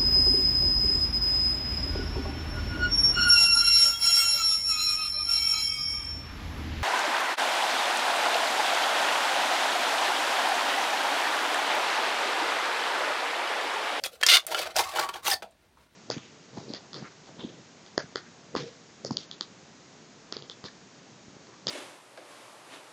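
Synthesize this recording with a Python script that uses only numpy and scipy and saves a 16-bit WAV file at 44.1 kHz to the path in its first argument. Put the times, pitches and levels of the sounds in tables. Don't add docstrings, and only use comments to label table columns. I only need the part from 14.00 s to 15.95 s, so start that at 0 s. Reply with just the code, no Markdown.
import sys
import numpy as np
from scipy import signal
from scipy.fft import rfft, irfft
from scipy.io import wavfile
from scipy.ndimage import uniform_filter1d

SR = 44100
rng = np.random.default_rng(int(sys.argv[2]) if len(sys.argv) > 2 else 0)


def log_audio(samples):
    frames = np.atleast_2d(samples).T
    limited = np.clip(frames, -1, 1)
    pcm = np.round(limited * 32767).astype(np.int16)
    wavfile.write(sys.argv[1], SR, pcm)


def boost(x):
    u = np.asarray(x, float) / 20
    return 10 ** u


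N = 85995

# (frequency [Hz], density [dB per Hz])
HUSH_SPECTRUM = [(26, -31), (45, -5.5), (273, -9), (416, -13), (532, -15), (2340, -20.5), (3390, -22),
                 (14600, -36.5), (16500, -32.5)]
HUSH_DB, HUSH_DRIFT_DB = -66.5, 1.66
WHINE_HZ, WHINE_DB = 9250, -89
ROOM_DB, ROOM_T60_S = -9, .11
GRIP_DB, GRIP_FROM_S = -40, 0.59
# (time [s], level [dB], frequency [Hz])
THUMPS = [(.16, -64.5, 75), (.33, -56, 81), (.515, -56, 168), (0.654, -51, 70), (0.774, -46.5, 87.5),
          (.85, -52.5, 79.5), (.978, -54, 161), (1.324, -51, 74.4), (1.424, -56.5, 200.5)]
THUMP_PEAK_S = 0.013
# (time [s], level [dB], frequency [Hz])
LIP_CURVE = [(.04, -72, 1230), (.075, -51, 1230), (.125, -71, 1230), (.83, -77, 1140), (0.867, -31.5, 1123),
             (.885, -39, 1120), (.905, -43, 1144), (.95, -45.5, 1130), (1.0, -41, 1140),
             (1.04, -33.5, 1130), (1.062, -38, 1150), (1.078, -41, 1120), (1.12, -57, 1140),
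             (1.16, -43, 1146), (1.21, -65, 1090), (1.272, -31.5, 1130), (1.3, -62, 1152)]
LIP_WIDTH_HZ = 55
# (time [s], peak level [dB], frequency [Hz], t60 [s])
PATCHES = [(0.048, -26.5, 2490, 0.041), (.047, -26.5, 3344, 0.046), (0.064, -32, 3265, 0.038),
           (0.545, -33, 3100, 0.054), (0.623, -20, 2550, 0.034), (0.756, -27, 1470, 0.059),
           (.798, -24, 846, 0.12), (1.092, -36, 1816, 0.052), (1.155, -29.5, 872, 0.056),
           (1.266, -20, 3316, 0.034), (1.271, -16, 2700, 0.029), (1.28, -16.5, 822, 0.073),
           (1.314, -4, 5020, 0.017), (1.316, -18.5, 1782, 0.081), (1.329, -22.5, 814, .04),
           (1.338, -16, 4500, 0.026), (1.4224, -46, 2400, 0.053), (1.4253, -47, 2745, 0.051)]
PATCH_RISE_S = 0.0027
# (time [s], peak level [dB], centre [Hz], ring t60 [s], crack level [dB])
SNAPS = [(0.038, -23, 4620, 0.021, 7.5), (0.2337, -15, 4150, 0.0058, 12.5), (.2652, -6.5, 5200, .04, 6),
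         (0.4668, -17.5, 9480, 0.029, 10), (0.5467, -19, 2990, 0.06, 7), (0.583, -19.5, 2980, 0.024, 0),
         (0.7645, -12, 5140, 0.008, 3.5), (0.7858, -11, 4880, 0.0066, 2), (0.9593, -25.5, 2950, 0.095, 4),
         (1.0898, -27.5, 3140, 0.029, 5.5), (1.139, -31, 3250, 0.04, -9), (1.267, -24.5, 2930, 0.076, 7.5),
         (1.314, -22, 5160, 0.05, -11), (1.34, -15, 4590, 0.017, -20), (1.4223, -39.5, 3140, 0.033, 3),
         (1.51, -54, 8410, 0.023, -4)]
# (time [s], peak level [dB], centre [Hz], ring t60 [s], crack level [dB])
BUCKLES = [
    (.2287, -8, 1800, .008, -4),
    (.5455, -15, 1390, .04, -13),
    (.657, -27, 640, .05, -12),
    (.986, -14, 1440, .03, -15),
    (1.090, -26, 1130, .05, -15),
    (1.4235, -30, 670, .14, -18),
    (1.4225, -35, 470, .05, -12),
    (1.4225, -33, 1500, .05, -8),
    (1.772, -49, 1040, .08, -15),
]
POP_OCTAVES, POP_SKIRT_DB, POP_RISE_S = .5, -20, 0.00033
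CRACK_WIDTH_RATIO, CRACK_DECAY_S = .85, .003
# (frequency [Hz], level [dB], t60 [s])
PING_MODES = [(1477, -13.5, 0.031), (1758, -7.5, 0.061), (2715, -12.5, 0.059), (3210, -7.5, 0.095)]
PING_S, PING_DB = .2333, -5
# (start [s], length [s], level [dB], fade over the run [dB])
RIPS = [(.2866, .009, -2, -3), (.2965, .017, 0, -6), (.3148, .010, 0, -6), (.3261, .007, -1, -4),
        (.3348, .0045, -2, 3), (.3416, .015, -1, 0), (.3585, .005, -3, 2), (.369, .004, 0, -3)]
SLIPS_PER_S, SLIP_JITTER, SLIP_SPREAD_DB = 712, .04, 2.0
TICK_HZ, TICK_WIDTH_HZ = 3500, 3000
# (frequency [Hz], width [Hz], level [dB])
TEAR_MODES = [(1413, 41, -19.5), (2097, 51, -16), (2820, 58, -10), (3250, 88, -9), (3640, 49, -20),
              (4570, 64, 3.5), (8830, 190, -4.5)]
TEAR_RING_DB, CROWD_DB, CROWD_T60_S = -17, -24, .035
# (time [s], rub level [dB], hollow share [dB], cavity [Hz])
PUSHES = [
    [(0, -59.5, -12, 560), (.033, -66.5, 13, 570), (.04, -31.5, -17, 510), (.063, -31, -10, 524),
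     (.1, -83, 18, 595), (.125, -57, -5, 530), (.142, -51, -1, 530), (.2, -71, 7, 617)],
    [(.2, -69, -14, 520), (.214, -37, -12, 495), (.226, -53, -5, 501), (.28, -23.5, -22, 640),
     (.35, -22, -11.5, 657), (.372, -22, -4, 1160), (.4, -52, 10, 1170), (.455, -54, -1, 570)],
    [(.466, -36, -17, 640), (.49, -40, 0, 653), (.508, -44, 4, 626), (.52, -25.5, -3, 820),
     (.54, -39.5, 4, 660), (.585, -27, -3, 607), (.632, -32.5, -12, 630)],
    [(.632, -31.5, -38, 650), (.652, -38.5, -11, 700), (.662, -34.5, -5.5, 676), (.696, -52, 11, 690),
     (.706, -38.5, -19, 696), (.74, -58, 6, 690)],
]
# (time [s], rub level [dB], hollow share [dB], cavity [Hz])
PULLS = [
    [(.74, -58, 4, 660), (.754, -38.5, 6, 674), (.766, -25, -4.5, 713), (.805, -25.5, 3, 827),
     (.826, -37, 4, 770), (.844, -31.5, -7, 754), (.875, -45, -2, 820), (.895, -38.5, -6, 810),
     (.93, -42.5, -3, 780)],
    [(.93, -45, 2, 656), (.99, -28.5, 0.5, 803), (1.04, -36.5, 2, 830), (1.082, -57, 10.5, 850),
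     (1.092, -37, 2, 880), (1.125, -75, 13, 850)],
    [(1.125, -66, 13, 885), (1.14, -42, -15, 840), (1.16, -43.5, 8, 808), (1.22, -70.5, 3.5, 890)],
    [(1.225, -52.5, -11, 970), (1.26, -33, -12, 860), (1.27, -24, -9, 847), (1.287, -31, -3, 786),
     (1.3, -28.5, -27, 900), (1.332, -22.5, -0.5, 745), (1.346, -37.5, -7, 774), (1.37, -64, 17, 756),
     (1.415, -72, 11, 705)],
    [(1.424, -50, -3, 676), (1.43, -41, -3, 697), (1.46, -67, 14.5, 640), (1.55, -74.5, -2, 608)],
    [(1.55, -77.5, -3, 606), (1.75, -77.5, 0, 882), (1.78, -74, 6, 1000), (1.94, -73.5, -9, 882)],
]
# (tilt above 2 kHz [dB per octave], shell level [dB])
STROKE_TONES = [(1.5, -6), (-3.5, -2), (-1.5, -0.5), (-5.5, 3.5), (-0.2, -6.5), (-2, 1.5), (-1.5, 2),
                (2.2, -2.5), (-3.5, -19.5), (-3, 5)]
# (frequency [Hz], density [dB per Hz])
RUB_SPECTRUM = [(150, -49.5), (250, -29.5), (809, -29.5), (1020, -8.5), (4350, -2.5), (5190, -7),
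                (6290, -8), (15100, -13.5), (16600, -23.5)]
GRITS_PER_S, GRIT_SPREAD_DB, CLUMP_DB = 3500, 2.2, 3.5
CHIRPS_PER_S, CHIRP_DB, CHIRP_T60_S = 1000, -6.5, 0.018
WALL_T60_S, CAVITY_WIDTH_HZ = 0.07, 135
# (frequency [Hz], width [Hz], level [dB])
SHELL_MODES = [(365, 50, -13), (500, 55, -13), (640, 70, -9), (1400, 150, -11)]
SHELL_DB, THIN_HZ = -3.5, 340
DUCK_ABOVE_DB, DUCK_SHARE, RECOVER_DB_PER_S, EDGE_HZ = -30, .3, 35, 16000


def evened(x):
    return x / np.sqrt(np.mean(x ** 2) + 1e-20)


def add(mix, s, sound):
    part = mix[round(s * SR):][:len(sound)]
    part += sound[:len(part)]


def smooth_twice(x, size):
    return uniform_filter1d(uniform_filter1d(x, size), size)


def coloured(x, spectrum):
    f, db = np.transpose(spectrum)
    bins_hz = np.fft.rfftfreq(len(x), 1 / SR)
    gain_db = np.interp(np.log(bins_hz + 1), np.log(f + 1), db)
    return irfft(rfft(x) * boost(gain_db), len(x))


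def resonate(x, hz, width_hz):
    turn = np.exp(2j * np.pi * np.cumsum(hz * np.ones(len(x))) / SR)
    r = np.exp(-np.pi * abs(width_hz) / SR)
    return 2 * (turn * signal.lfilter([1 - r], [1, -r], x / turn + 1e-18)).real


def ring(hz, db, t60_s, size=3500):
    t = np.arange(size)[:, None] / SR
    decay = boost(db - 60 * t / np.maximum(t60_s, .004))
    return (decay * np.sin(2 * np.pi * hz * t)).sum(1)


def rise(size, rise_s):
    return 1 - np.exp(-np.arange(size) / SR / rise_s)


def wall_modes(count=70):
    u = rng.random((count, 3))
    return 350 + 15000 * u[:, 0] ** 1.4, -14 * u[:, 1], .5 + u[:, 2]


def air():
    hush = evened(coloured(rng.standard_normal(N), HUSH_SPECTRUM))
    drift = evened(smooth_twice(rng.standard_normal(N), 2500))
    whine = evened(resonate(rng.standard_normal(N), WHINE_HZ, 30))
    return boost(HUSH_DB + HUSH_DRIFT_DB * drift) * hush + boost(WHINE_DB) * whine


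def room(x):
    t = np.arange(SR // 3) / SR
    echoes = rng.standard_normal(len(t)) * (rng.random(len(t)) < .08)
    tail = echoes * (t > .003) * boost(-60 * t / ROOM_T60_S)
    return signal.oaconvolve(x, tail / np.linalg.norm(tail))[:N]


def grip(can):
    rumble = evened(resonate(resonate(rng.standard_normal(N), 140, 260), 170, 300))
    power = abs(uniform_filter1d(can ** 2, 1200))
    firmness = np.where(np.arange(N) > GRIP_FROM_S * SR, 1, .45)
    return boost(GRIP_DB) * rumble * np.minimum(power, .001) ** .3 * firmness


def thump(db, hz):
    t = np.arange(6000) / SR
    swell = t / THUMP_PEAK_S * np.exp(1 - t / THUMP_PEAK_S)
    return boost(db) * swell * np.sin(2 * np.pi * hz * t)


def lip():
    s, db, hz = np.transpose(LIP_CURVE)
    t = np.arange(N) / SR
    tone = evened(resonate(rng.standard_normal(N), np.interp(t, s, hz), LIP_WIDTH_HZ))
    return boost(np.interp(t, s, db, -120, -120)) * tone


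def patch(db, hz, t60_s):
    pair = ring(hz * np.array([1, 1.035]), np.array([-2, -9]), t60_s)
    return boost(db) * pair * rise(len(pair), PATCH_RISE_S) * 1.5


def pop(db, hz, t60_s, crack_db):
    f, own_db, share = wall_modes()
    f = np.append(f, [hz, 0.65 * hz])
    own_db = np.append(own_db, [0, -5])
    share = np.append(share, [1.2, .8])
    octaves = np.log2(f / hz)
    near_db = POP_SKIRT_DB * (1 - np.exp(-(octaves / POP_OCTAVES) ** 2)) - 6 * np.maximum(octaves, 0)
    body = ring(f, own_db + near_db, t60_s * share)
    body = body * rise(len(body), POP_RISE_S)
    crack = rng.standard_normal(len(body)) * np.exp(-np.arange(len(body)) / SR / CRACK_DECAY_S)
    crack[0] = -5
    width_hz = CRACK_WIDTH_RATIO * hz
    crack = resonate(resonate(crack, hz, width_hz), hz, 2 * width_hz)
    return boost(db) * (body / abs(body).max() + boost(crack_db) * crack / abs(crack).max())


def ping():
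    return boost(PING_DB) * ring(*np.transpose(PING_MODES))


def tear():
    slips = np.zeros(N)
    for s, length_s, db, fade_db in RIPS:
        g = rng.standard_normal((40, 2))
        at_s = np.cumsum(np.append(0, (1 + SLIP_JITTER * g[1:, 0]) / SLIPS_PER_S))
        size_db = db + fade_db * at_s / length_s + SLIP_SPREAD_DB * np.clip(g[:, 1], -3, 1)
        slips[np.round((s + at_s) * SR).astype(int)] += boost(size_db) * (at_s <= length_s)
    band = signal.butter(2, [1150, 12500], "band", fs=SR, output="sos")
    slips = signal.sosfilt(band, slips)
    ticks = 9 * resonate(resonate(slips, TICK_HZ, TICK_WIDTH_HZ), TICK_HZ, TICK_WIDTH_HZ)
    f, width_hz, ring_db = np.transpose(TEAR_MODES)
    body = boost(TEAR_RING_DB) * ring(f, ring_db, 1.6 / width_hz)
    f, own_db, share = wall_modes(count=160)
    crowd_db = own_db - 8 * abs(np.log2(f / TICK_HZ))
    crowd = boost(CROWD_DB) * ring(f, crowd_db, CROWD_T60_S * share)
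    return ticks - signal.oaconvolve(slips, body + crowd)[:N]


def grit(height, chance, rub):
    height_db = GRIT_SPREAD_DB * np.minimum(-np.log(height + 1e-9), 3)
    catches = boost(height_db) * (chance < GRITS_PER_S / SR) * np.sign(rub)
    return evened(catches) + rub


def chirps(chance, pitch, softness):
    out = np.zeros(len(chance))
    onset = np.minimum(np.arange(900) / 25, 1)
    for i in np.flatnonzero(chance < CHIRPS_PER_S / SR):
        add(out, i / SR, ring(900 * 11 ** pitch[i], -15 * softness[i], CHIRP_T60_S, size=900) * onset)
    return out


def scraped_wall(drive, chirping, tilt_db):
    f, db, share = wall_modes()
    rung = signal.oaconvolve(drive, ring(f, db, WALL_T60_S * share))[:len(drive)]
    raw = .4 * evened(rung) + evened(drive) + boost(CHIRP_DB) * evened(chirping)
    tilted = [(f, d + tilt_db * max(np.log2(f / 2000), 0)) for f, d in RUB_SPECTRUM]
    return evened(coloured(raw, tilted))


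def cavity(low, drive, hz):
    hum = evened(resonate(resonate(low, hz, CAVITY_WIDTH_HZ), hz, 3 * CAVITY_WIDTH_HZ))
    return hum + 0.091 * evened(resonate(drive, 1.3 * hz, 0.5 * CAVITY_WIDTH_HZ))


def stroke(rows, tilt_db, shell_db):
    s, rub_db, hollow_db, hz = np.transpose(rows)
    t = np.arange(s[0], s[-1], 1 / SR)
    height, catch, chirp, pitch, softness = rng.random((N // 5, 5))[:len(t)].T
    clumping, rub, rumble = rng.standard_normal((N // 5, 3))[:len(t)].T
    clump = boost(CLUMP_DB * evened(smooth_twice(clumping, 200)))
    drive = clump * grit(height, catch, rub)
    wall = scraped_wall(drive, chirps(chirp, pitch, softness), tilt_db)
    nearest_row = np.searchsorted((s[1:] + s[:-1]) / 2, t)
    low = clump * rumble + 2.0 * drive
    hum = cavity(low, drive, uniform_filter1d(hz[nearest_row], 300))
    shell = evened(sum(boost(d) * evened(resonate(low, f, width_hz)) for f, width_hz, d in SHELL_MODES))
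    hollow = boost(np.interp(t, s, hollow_db))
    body = hollow * hum + boost(SHELL_DB + shell_db) * np.sqrt(hollow) * shell
    return boost(np.interp(t, s, rub_db)) * (wall + body)


def scene():
    can = tear()
    for rows, tone in zip(PUSHES + PULLS, STROKE_TONES):
        add(can, rows[0][0], stroke(rows, *tone))
    for s, *settings in PATCHES:
        add(can, s, patch(*settings))
    can = can + lip()
    for s, *settings in SNAPS + BUCKLES:
        add(can, s, pop(*settings))
    add(can, PING_S, ping())
    can = signal.sosfilt(signal.butter(5, THIN_HZ, "high", fs=SR, output="sos"), can)
    for s, db, hz in THUMPS:
        add(can, s, thump(db, hz))
    return (can + boost(ROOM_DB) * room(can) + grip(can) + air())[None]


def low_pass(x):
    return signal.sosfilt(signal.butter(12, 17000, fs=SR, output="sos"), x)


def record(dry):
    power_db = 10 * np.log10(abs(uniform_filter1d(dry[0] ** 2, 1500)) + 1e-12)
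    fall_db = np.arange(N) * RECOVER_DB_PER_S / SR
    held_db = np.maximum.accumulate(power_db + fall_db) - fall_db
    over_db = np.maximum(held_db - DUCK_ABOVE_DB, 0)
    ducked = dry * boost(-DUCK_SHARE * uniform_filter1d(over_db, 400))
    band = signal.firwin(255, EDGE_HZ, window=("kaiser", 4), fs=SR)
    return low_pass(signal.oaconvolve(ducked, band[None], "same"))


dry = scene()
out = record(dry)
log_audio(out)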